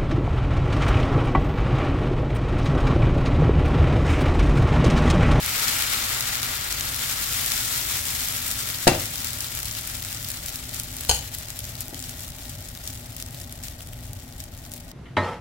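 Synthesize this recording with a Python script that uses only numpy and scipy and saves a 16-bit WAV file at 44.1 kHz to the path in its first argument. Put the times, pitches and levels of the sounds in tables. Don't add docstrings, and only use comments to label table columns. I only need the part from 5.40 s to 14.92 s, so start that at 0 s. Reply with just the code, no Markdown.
import sys
import numpy as np
from scipy import signal
from scipy.fft import rfft, irfft
from scipy.io import wavfile
from scipy.ndimage import uniform_filter1d

SR = 44100
rng = np.random.default_rng(int(sys.argv[2]) if len(sys.argv) > 2 else 0)


def unload_audio(sound):
    columns = np.transpose(np.atleast_2d(sound))
    steps = np.round(np.clip(columns, -1, 1) * 32767)
    wavfile.write(sys.argv[1], SR, steps.astype(np.int16))


N = 419832


def from_db(db):
    return 10 ** (np.asarray(db) / 20)


def rms_one(x):
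    return x / np.sqrt(np.mean(x ** 2) + 1e-20)


def at_hz(points, hz):
    table_hz, value = np.transpose(points)
    return np.interp(np.log(np.maximum(hz, 1)), np.log(table_hz), value)


def drift(rate_hz, step=40):
    pole = np.exp(-2 * np.pi * rate_hz * step / SR)
    noise = rng.standard_normal(N // step + 2002)
    slow = signal.lfilter([1], [1, -2 * pole, pole * pole], noise)[2000:]
    return np.interp(np.arange(N) / step, np.arange(len(slow)), rms_one(slow))


def through(x, response):
    return signal.oaconvolve(np.atleast_2d(x), np.atleast_2d(response), axes=-1)[:, :N]


def colour(x, spectrum, size=8192):
    gain = from_db(at_hz(spectrum, np.fft.rfftfreq(size, 1 / SR)))
    cepstrum = irfft(np.log(gain))
    cepstrum[1:size // 2] *= 2
    cepstrum[size // 2 + 1:] = 0
    return through(x, irfft(np.exp(rfft(cepstrum))))


def ring(force, hz, t60_s):
    pole = np.exp(-np.log(1000) / (t60_s * SR))
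    angle = 2 * np.pi * min(hz, SR / 2 - 1) / SR
    feedback = [1, -2 * pole * np.cos(angle), pole * pole]
    return signal.lfilter([0, np.sin(angle)], feedback, force + 1e-18)


def puff(t60_s, size=2048):
    fade = np.exp(-np.log(1000) * np.arange(size) / SR / t60_s)
    spectrum = rfft(rng.standard_normal((2, size)) * fade, 2 * size)
    burst = irfft(spectrum / np.abs(spectrum))[:, :size] * np.sqrt(fade)
    return burst / np.sqrt(np.sum(burst ** 2, axis=1, keepdims=True))


def bubble(hz, t60_s, tone=0.56, cycles=7):
    steam_puff = puff(t60_s)
    cavity = ring(steam_puff, hz, cycles / hz)
    burst = rms_one(steam_puff) + tone * rms_one(cavity)
    return burst / np.sqrt(np.sum(burst ** 2) / 2)


def bursts(per_s, spread_db, largest, t60_s, low_hz, high_hz, count=12):
    size_db = spread_db * np.minimum(rng.exponential(1, N), largest)
    sizes = from_db(size_db) * rng.choice([-1, 1], N)
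    clicks = sizes * (rng.random(N) < per_s / SR)
    kind = rng.integers(0, count, N)
    out = np.zeros((2, N))
    for k, hz in enumerate(np.geomspace(low_hz, high_hz, count)):
        out += through(clicks * (kind == k), bubble(hz, t60_s))
    slow_power = uniform_filter1d(np.mean(out ** 2, axis=0), size=12000)
    return out / np.sqrt(slow_power + 1e-9)


# [start_s, end_s, fizz_db, wet_db, fade_db_per_s]
BATTER_SWEEPS = [(-0.1, 0.245, -23.2, -26, 5.5), (1.294, 2.145, -24.5, -34, 3)]


def steam():
    t, power = np.arange(N) / SR, 1e-12
    for start_s, end_s, fizz_db, wet_db, fade_db_per_s in BATTER_SWEEPS:
        wetted = np.clip((t - start_s) / (end_s - start_s), 0, 1)
        dried_db = fade_db_per_s * np.maximum(t - end_s, 0)
        power = power + wetted * from_db(np.array([[fizz_db], [wet_db]]) - dried_db) ** 2
    return 10 * np.log10(power)


# [freq_hz, relative_db]
FIZZ_SPECTRUM = [(300, -19.5), (900, -17), (1900, -6), (2600, -6.5), (3500, -1.5), (4400, -2), (5400, 1),
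                 (6200, 0), (7400, 4), (8400, 1.5), (10000, -0.5), (12900, 4), (13800, 3.5), (15600, 5.5)]
# [freq_hz, relative_db]
BOILING_SPECTRUM = [(200, -10.5), (450, -9.5), (800, -5), (1100, -6), (1450, 2.5), (1730, -1.5), (2050, 1),
                    (2600, -2.5), (4500, 1.5), (7500, -3.5), (14000, -24)]
FULL_SIZZLE_DB, CRACKLE_BURSTS_PER_S, RATE_POWER = -24.5, 1500, 0.96
CRACKLE_WET_DB, CRACKLE_DB_PER_DB, CRACKLE_SET_DB = -8, 1.1, -1.0


def batter(fizz_db, wet_db):
    fallen_db = FULL_SIZZLE_DB - fizz_db
    per_s = CRACKLE_BURSTS_PER_S * from_db(-RATE_POWER * fallen_db)
    crackle_db = np.minimum(CRACKLE_WET_DB + CRACKLE_DB_PER_DB * fallen_db, CRACKLE_SET_DB)
    swing_db = 3.6 * (300 / per_s) ** 0.3
    clumped_per_s = per_s * from_db(swing_db * drift(28))
    fizz = bursts(12 * clumped_per_s, spread_db=4.5, largest=3.9, t60_s=0.0073,
                  low_hz=2000, high_hz=13000)
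    crackle = bursts(clumped_per_s, spread_db=5.5, largest=4.27, t60_s=0.013,
                     low_hz=3450, high_hz=15500)
    share = from_db(crackle_db)
    mix = (fizz + share * crackle) / np.sqrt(1 + share ** 2)
    frying = np.hypot(from_db(fizz_db), flurries()) * colour(mix, FIZZ_SPECTRUM)
    boil = bursts(8 * clumped_per_s, spread_db=3.0, largest=3.6, t60_s=0.0095,
                  low_hz=900, high_hz=4980)
    return frying + from_db(wet_db) * rms_one(colour(boil, BOILING_SPECTRUM))


# [freq_hz, t60_s]
KITCHEN_DECAY = [(150, 0.4), (700, 0.35), (3000, 0.37), (12000, 0.14)]


def kitchen(x, size=16384):
    t, out = np.arange(size) / SR, 0
    edges_hz = np.geomspace(60, 17000, 9)
    for low_hz, high_hz in zip(edges_hz, edges_hz[1:]):
        band_pass = signal.butter(2, [low_hz, high_hz], "band", fs=SR, output="sos")
        band = signal.sosfilt(band_pass, rng.standard_normal((2, size)))
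        t60_s = at_hz(KITCHEN_DECAY, np.sqrt(low_hz * high_hz))
        out = out + band * np.exp(-np.log(1000) * t / t60_s)
    out = out * np.clip(t / 0.0014 - 0.5, 0, 1)
    return through(x, out / np.sqrt(np.sum(out ** 2) / 2))


# [freq_hz, relative_db]
FLAME_SPECTRUM = [(12, -25), (25, -3.5), (50, -1), (110, 4), (150, -6), (198, -15.5), (245, -7.5),
                  (300, -17.5), (440, -25), (600, -16), (800, -15.5), (920, -26), (1100, -45),
                  (3000, -38.5)]
# [freq_hz, width_hz, level_db]
HOLLOW_MODES = [(56.6, 7.6, -53), (115, 19, -54), (162.6, 4.7, -57), (237, 9.3, -55.5), (577, 40, -65),
                (785, 67, -57.5), (1470, 44, -68), (1850, 32, -65.5)]
ROAR_DB, HOLLOW_DB = -37.5, 1.5


def flame():
    air = rng.standard_normal((2, N))
    roar = from_db(ROAR_DB) * rms_one(colour(air, FLAME_SPECTRUM))
    for hz, width_hz, level_db in HOLLOW_MODES:
        peak = signal.iirpeak(hz, hz / width_hz, fs=SR)
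        roar = roar + from_db(level_db + HOLLOW_DB) * rms_one(signal.lfilter(*peak, air))
    return roar


# [start_s, peak_db, pitch_hz]
TIMED_SPITS = [(0.4229, -9, 4630), (0.8081, -9, 7290), (0.9547, -13, 5680), (1.0306, -10, 7590),
               (1.3259, -12, 8100), (1.4092, -10, 7330), (2.8858, -12, 13000), (3.9325, -16, 12800),
               (4.0058, -14, 7110), (4.2552, -15, 12800), (4.8284, -20, 12600), (4.9028, -14, 15400),
               (5.0848, -17, 7150), (5.3986, -11, 12400), (5.4345, -19, 14600), (5.6496, -17, 4130),
               (5.9494, -16, 14700), (5.9853, -17, 14700), (6.1908, -15, 13100), (6.4068, -13, 14800),
               (6.545, -19, 7260), (7.7653, -19, 15100), (7.8246, -16, 8040), (8.2831, -22, 7640),
               (8.4063, -25, 3370), (9.2633, -29, 1990), (9.3182, -22, 11300)]
SPIT_CREST_DB, SPIT_SPUTTER, SPUTTER_T60_S = 5.5, 0.45, 0.035


def spits(rows, size=2048, snap_size=66):
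    out = np.zeros((2, N + size))
    for start_s, peak_db, hz in rows:
        burst = bubble(hz, t60_s=0.0065, tone=0.45) + SPIT_SPUTTER * puff(SPUTTER_T60_S)
        burst = signal.lfilter(*signal.butter(1, hz / 2, "high", fs=SR), burst)
        at = round(start_s * SR)
        snap_rms = burst[:, :snap_size].std()
        out[:, at:at + size] += from_db(peak_db - SPIT_CREST_DB) * burst / snap_rms
    return out[:, :N]


RANDOM_SPIT_DB, RANDOM_FOLLOWS = -8.5, 1


def random_spits(fizz_db, count=16, low_hz=5000, high_hz=15000):
    when, pitch = rng.random((count, 2)).T
    at = (when * N).astype(int)
    peak_db = RANDOM_SPIT_DB + RANDOM_FOLLOWS * (fizz_db[at] - FULL_SIZZLE_DB)
    return zip(at / SR, peak_db, low_hz + pitch * (high_hz - low_hz))


def contacts(rows, size=256):
    force, t = np.zeros(N), np.arange(1, size + 1) / SR
    for start_s, level_db, hardness_hz in rows:
        push = t * np.exp(-2 * np.pi * hardness_hz * t)
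        at = round(start_s * SR)
        force[at:at + size] += from_db(level_db) * push / push.sum()
    return force


def struck(force, modes, crack, ring_db, crack_db, crack_t60_s):
    out = np.zeros((2, N))
    for hz, level_db, t60_s in modes:
        tone = from_db(level_db + ring_db) * ring(force, hz, t60_s)
        out += [np.roll(tone, lag) for lag in rng.integers(0, 3, 2)]
    cracked = colour(through(force, puff(crack_t60_s, size=4096)), crack)
    return out + from_db(crack_db) * cracked


# [start_s, level_db, hardness_hz]
KNOCK_CONTACTS = [(3.4697, 0.5, 1110), (3.4715, -5.5, 2500), (3.4755, -6.5, 7100), (3.4775, -4, 6960),
                  (3.484, -5.5, 2000), (3.489, -13, 1500), (3.517, -10, 796), (3.545, -23, 700)]
# [freq_hz, level_db, t60_s]
GRIDDLE_MODES = [(86.4, -22.5, 0.82), (119, -15.5, 0.17), (170, -34, 0.35), (236, -31, 0.31),
                 (291, -24, 0.3), (342, -30, 0.16), (494, -18, .04), (466, -42, 0.22), (577, -34, 0.23),
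                 (583, -31, 0.61), (660, -29, 0.15), (693, -18, 0.023), (700, -39, 0.3), (780, -34, 0.16),
                 (830, -33, .18), (916, -34, 0.2), (1390, -35, .2), (1630, -32, .08), (1834, -24, 0.11),
                 (2230, -24, .13), (2740, -10, 0.12)]
# [freq_hz, relative_db]
KNOCK_SPECTRUM = [(100, -1.5), (300, 9.5), (420, 0), (650, 8), (820, 8.5), (1020, -5), (1900, -2.5),
                  (2700, -5.5), (5000, -1.5), (8000, -1.5), (15000, -7.5)]
# [start_s, level_db, hardness_hz]
CLINK_CONTACTS = [(5.6938, 3, 12000), (5.698, 3, 9000), (5.712, 3, 7000)]
# [freq_hz, level_db, t60_s]
LADLE_MODES = [(536, -36, 0.16), (826, -31, .12), (889, -37, 0.085), (1490, -35, 0.092), (2975, -24, 0.045),
               (3038, -25, .06), (4110, -27, .06), (4175, -25, .08), (4240, -27, .06), (5085, -29, 0.05),
               (6441, -19.5, 0.057), (6700, -24, .07), (6600, -23, .08), (8100, -30, .06),
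               (9300, -27, 0.049), (12500, -30, .03)]
# [freq_hz, relative_db]
CLINK_SPECTRUM = [(200, -18), (330, -20), (520, -3), (700, -4), (850, 3), (1200, -8), (2200, -10),
                  (3000, 0), (3500, -8), (4200, 2), (5900, -5), (6600, 2), (9300, -2), (15000, -7)]
# [freq_hz, level_db, t60_s]
COUNTER_MODES = [(62.4, -29.5, 0.55), (88, -25, 0.22)]
# [time_s, grip_db]
SLIDE_GRIP = [(5.69, -120), (5.70, -48), (5.745, -32.5), (5.775, -46), (5.797, -48), (5.81, -120)]
RUB_LOW_HZ = 3500


def ladle():
    knock = struck(contacts(KNOCK_CONTACTS), GRIDDLE_MODES, KNOCK_SPECTRUM,
                   ring_db=-2.5, crack_db=28.5, crack_t60_s=0.037)
    time_s, grip_db = np.transpose(SLIDE_GRIP)
    grip = from_db(np.interp(np.arange(N) / SR, time_s, grip_db))
    high_pass = signal.butter(1, RUB_LOW_HZ, "high", fs=SR)
    rubbing = grip * signal.lfilter(*high_pass, rng.standard_normal(N))
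    clink = struck(contacts(CLINK_CONTACTS) + rubbing, LADLE_MODES, CLINK_SPECTRUM,
                   ring_db=-0.5, crack_db=13.5, crack_t60_s=0.03)
    first_touch = contacts(CLINK_CONTACTS[:1])
    boom = sum(from_db(level_db) * ring(first_touch, hz, t60_s)
               for hz, level_db, t60_s in COUNTER_MODES)
    return knock + clink + boom


# [start_s, level_db, hardness_hz]
BUMP_CONTACTS = [(6.488, -25, 382), (6.526, -17.5, 380)]


def bumps():
    thud = through(contacts(BUMP_CONTACTS), puff(t60_s=0.14, size=4096))
    return from_db(27.0) * colour(thud, KNOCK_SPECTRUM)


# [centre_s, length_s, level_db]
STEAM_FLURRIES = [(6.73, 0.4, -38.5), (7.52, 0.24, -36.5), (7.79, 0.12, -42), (8.017, 0.12, -36.5),
                  (8.262, 0.14, -37), (9.0, 0.15, -43), (9.357, 0.12, -40)]


def flurries():
    t, gain = np.arange(N) / SR, np.zeros(N)
    for centre_s, length_s, level_db in STEAM_FLURRIES:
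        phase = np.clip((t - centre_s) / length_s, -0.5, 0.5)
        gain += from_db(level_db) * np.cos(np.pi * phase)
    return gain


def scene():
    fizz_db, wet_db = steam()
    sizzle = batter(fizz_db, wet_db) + spits(TIMED_SPITS) + spits(random_spits(fizz_db))
    blows = ladle() + bumps()
    reverberation = kitchen(from_db(-14.0) * sizzle + from_db(-9.0) * blows)
    return sizzle + blows + reverberation + flame()


# [freq_hz, side_db]
PAIR_WIDTH = [(60, -24), (130, -29.5), (290, -10.5), (640, -6), (1400, -1.5), (3000, 0.5)]
# [freq_hz, gain_db]
RIGHT_SHADING = [(100, -1), (400, -3), (650, -3.5), (1100, -2), (1450, -4.5), (2100, -2.5), (4400, -2),
                 (7400, -4.5), (9800, -0.5), (13000, -4.5), (15500, -11)]
CUTOFF_HZ = 15900


def record(dry):
    mid = (dry[0] + dry[1]) / 2
    side = colour((dry[0] - dry[1]) / 2, PAIR_WIDTH)
    heard = np.vstack([mid + side, colour(mid - side, RIGHT_SHADING)])
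    top_cut = signal.ellip(12, 0.1, 80, CUTOFF_HZ, fs=SR, output="sos")
    return signal.sosfilt(top_cut, 1.113 * np.tanh(heard / 1.107))


dry = scene()
out = record(dry)
unload_audio(out)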